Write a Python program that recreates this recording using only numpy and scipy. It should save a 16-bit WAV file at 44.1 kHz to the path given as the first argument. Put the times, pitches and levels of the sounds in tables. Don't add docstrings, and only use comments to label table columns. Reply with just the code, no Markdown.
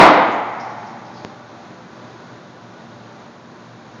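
import sys
import numpy as np
from scipy import signal
from scipy.fft import rfft, irfft
from scipy.io import wavfile

SR = 44100
rng = np.random.default_rng(int(sys.argv[2]) if len(sys.argv) > 2 else 0)


def generate_wav(signal):
    frames = np.transpose(np.atleast_2d(signal))
    scaled = np.clip(frames, -1, 1) * 32767
    pcm = np.round(scaled).astype(np.int16)
    wavfile.write(sys.argv[1], SR, pcm)


N = 176400
T = np.arange(N) / SR
HZ = np.fft.rfftfreq(N, 1 / SR)
PADDED_HZ = np.fft.rfftfreq(2 * N, 1 / SR)

# freq_hz, density_db
AIR_SPECTRUM = [(25, -108), (50, -98), (85, -80), (118, -68.5), (150, -67), (230, -70.5), (275, -71.5),
                (330, -67.5), (470, -73.5), (600, -73), (1100, -75), (1500, -77.5), (2000, -83),
                (2900, -89.5), (3900, -87), (5000, -93), (6700, -94.5)]
# pitch_hz, half_width_hz, rms_db
DUCT_MODES = [(117.6, 3.7, -52.5), (184.7, 6, -55), (232, 10, -48.5), (324.4, 6.3, -63), (514, 5.5, -57.5),
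              (588.6, 2.3, -55), (612, 8.8, -57), (707.4, 8, -58), (784, 13, -57), (907, 8, -61),
              (996, 9.1, -58), (1152, 6.2, -60), (1468, 12, -59.5)]
# start_s, level_db, rise_s, fall_s
DRY_POPS = [(1.2489, -10.5, .00002, 0.00081), (1.933, -30, .0002, 0.00024)]
# start_s, level_db, bright_hz, spread_hz, room_t60_s
CLICKS_AND_BOUNCES = [(.314, -42, 7100, 2020, 0.26), (.597, -42.5, 5250, 1200, 0.4), (0.699, -55, 5400, 1000, 1),
                      (0.863, -50.5, 5430, 700, 0.4), (1.05, -53, 5150, 1000, .6), (1.14, -52, 4850, 1400, .8),
                      (1.166, -50, 4400, 1400, .8)]
# pitch_hz, gain_db, t60_s
BRASS_MODES = [(3900, -6, .2), (4600, -7, .25), (5066, 0.5, .22), (5432, -1.5, .26), (5750, -9.5, .25),
               (6600, -6.5, .15)]
# pitch_hz, initial_rms_db, t60_s
LANE_MODES = [(221.1, -24.5, 1.02), (301, -19.5, 1.1), (324, -22.5, 0.89), (374.6, -17, 0.58),
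              (699, -22.5, 2), (746, -20.5, 1.5), (777, -27, 2.9), (853, -25.5, 3.04), (877, -24, 1.1),
              (920, -31.5, 2.8), (920, -24, 1.5), (1017, -22.5, 1.1), (1151, -22.5, 0.51)]
# freq_hz, initial_density_db
FAR_SPECTRUM = [(100, -76), (300, -56.5), (480, -54.5), (650, -45), (850, -39.5), (1050, -46),
                (1270, -46.5), (1700, -56.5), (2050, -52.5), (2700, -68), (6000, -86.5)]
# freq_hz, density_db
BLAST_SPECTRUM = [(30, -85), (85, -64), (130, -45.5), (230, -40.5), (320, -33), (430, -39), (570, -32),
                  (750, -32.5), (980, -31), (1300, -37), (1700, -42.5), (2100, -40.5), (2800, -51.5),
                  (3600, -52.5), (5000, -60.5), (6800, -68.5)]
# freq_hz, hold_s
BLAST_HOLD = [(150, 0.014), (400, 0.027), (800, 0.054), (2000, 0.015), (6000, .02)]
# freq_hz, t60_s
BLAST_DECAY = [(60, 0.35), (130, 1.0), (300, 1.11), (800, 1.05), (2000, 1.064), (3500, 0.95), (6500, 0.41)]
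# time_s, gain_db
BLAST_SWELL = [(0, 0.5), (.05, 0), (.105, 0.5), (.15, -5.5), (.195, 1.5), (.26, -3), (.325, 0), (.42, -2)]
# freq_hz, gain_db
TREBLE_ROLLOFF = [(6700, -0.5), (7000, -6), (7400, -18), (7900, -36), (8250, -40.5), (8700, -24),
                  (9200, -20), (9700, -28), (10400, -51)]


def amp(db):
    return 10 ** (np.asarray(db) / 20)


def unit_rms(x):
    return x / np.sqrt(np.mean(x ** 2) + 1e-20)


def lookup(table, hz):
    freq_hz, value = np.transpose(table)
    return np.interp(np.log(hz + 1), np.log(freq_hz + 1), value)


def decay(t, t60_s):
    return amp(-60 * t / t60_s)


def resonance(hz, centre_hz, half_width_hz):
    return 1 / (1 + ((hz - centre_hz) / half_width_hz) ** 2)


def mode(pitch_hz, t60_s):
    return decay(T, t60_s) * np.sin(2 * np.pi * (pitch_hz * T + rng.random()))


def add(mix, start_s, sound):
    part = mix[round(start_s * SR):][:len(sound)]
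    part += sound[:len(part)]


def noise(gain):
    return irfft(rfft(rng.standard_normal(N)) * gain, N) * np.sqrt(SR / 2)


def ventilation(waver_db=0.84, waver_hz=2.6):
    ducts = sum(amp(rms_db) * unit_rms(noise(resonance(HZ, pitch_hz, half_width_hz)))
                for pitch_hz, half_width_hz, rms_db in DUCT_MODES)
    waver = unit_rms(noise(np.exp(-(HZ / waver_hz) ** 2)))
    air = noise(amp(lookup(AIR_SPECTRUM, HZ)))
    return (air + ducts) * amp(waver_db * waver)


def pops(low_cut_hz=135):
    out = np.zeros(N)
    t = T[:SR // 10]
    low_cut = signal.butter(2, low_cut_hz, "high", fs=SR)
    for start_s, level_db, rise_s, fall_s in DRY_POPS:
        push = (1 - np.exp(-t / rise_s)) * np.exp(-t / fall_s)
        add(out, start_s, amp(level_db) * signal.lfilter(*low_cut, push / push.max()))
    return out


def spent_case(ring_gain=0.44, room_db=-3, rise_s=0.003):
    out = np.zeros(N)
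    attack = np.minimum(T / rise_s, 1)
    for start_s, level_db, bright_hz, spread_hz, room_t60_s in CLICKS_AND_BOUNCES:
        ring = sum(amp(gain_db) * resonance(pitch_hz, bright_hz, spread_hz) * mode(pitch_hz, t60_s)
                   for pitch_hz, gain_db, t60_s in BRASS_MODES)
        hiss = unit_rms(noise(resonance(HZ, bright_hz, spread_hz) ** 2))
        room = amp(room_db) * decay(T, room_t60_s) * hiss
        add(out, start_s, amp(level_db) * attack * (ring_gain * ring + room))
    return out


def reflections(gain_at, size=512):
    frames = dict(fs=SR, nperseg=size, noverlap=size - size // 4)
    hz, t, spectra = signal.stft(rng.standard_normal(N + 2 * size), **frames)
    spectra *= gain_at(hz[:, None], np.maximum(t - size / SR, 0))
    _, shaped = signal.istft(spectra, **frames)
    return shaped[size:size + N] * np.sqrt(SR / 2)


def flutter_echo(x, repeat_hz=65.03, feedback=0.24, top_hz=1600):
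    returned = feedback / (1 + (PADDED_HZ / top_hz) ** 4)
    round_trip = np.exp(-2j * np.pi * PADDED_HZ / repeat_hz)
    comb = np.sqrt(1 - returned ** 2) / (1 - returned * round_trip)
    return irfft(rfft(x, 2 * N) * comb)[:N]


def blast_gain(hz, t, swell_top_hz=1600):
    swell_db = np.interp(t, *np.transpose(BLAST_SWELL)) / (1 + (hz / swell_top_hz) ** 4)
    decaying_s = np.maximum(t - lookup(BLAST_HOLD, hz), 0)
    return amp(lookup(BLAST_SPECTRUM, hz) + swell_db) * decay(decaying_s, lookup(BLAST_DECAY, hz))


def pistol_shot(low_cut_hz=108, far_t60_s=2.4):
    low_cut = signal.butter(4, low_cut_hz, "high", fs=SR, output="sos")
    near = signal.sosfilt(low_cut, reflections(blast_gain))
    far = reflections(lambda hz, t: amp(lookup(FAR_SPECTRUM, hz)) * decay(t, far_t60_s))
    standing_waves = sum(np.sqrt(2) * amp(rms_db) * mode(pitch_hz, t60_s)
                         for pitch_hz, rms_db, t60_s in LANE_MODES)
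    return flutter_echo(near + far) + standing_waves


def scene():
    return (pistol_shot() + spent_case() + pops() + ventilation())[None]


def record(dry):
    knee_sharpness, band_limit_hz = 13, 17100
    dulled = irfft(rfft(dry, 2 * N) * amp(lookup(TREBLE_ROLLOFF, PADDED_HZ)))[:, :N]
    clipped = dulled / (1 + abs(dulled) ** knee_sharpness) ** (1 / knee_sharpness)
    low_pass = signal.firwin(255, band_limit_hz, window=("kaiser", 9), fs=SR)
    return signal.oaconvolve(clipped, low_pass[None], "same")


dry = scene()
out = record(dry)
generate_wav(out)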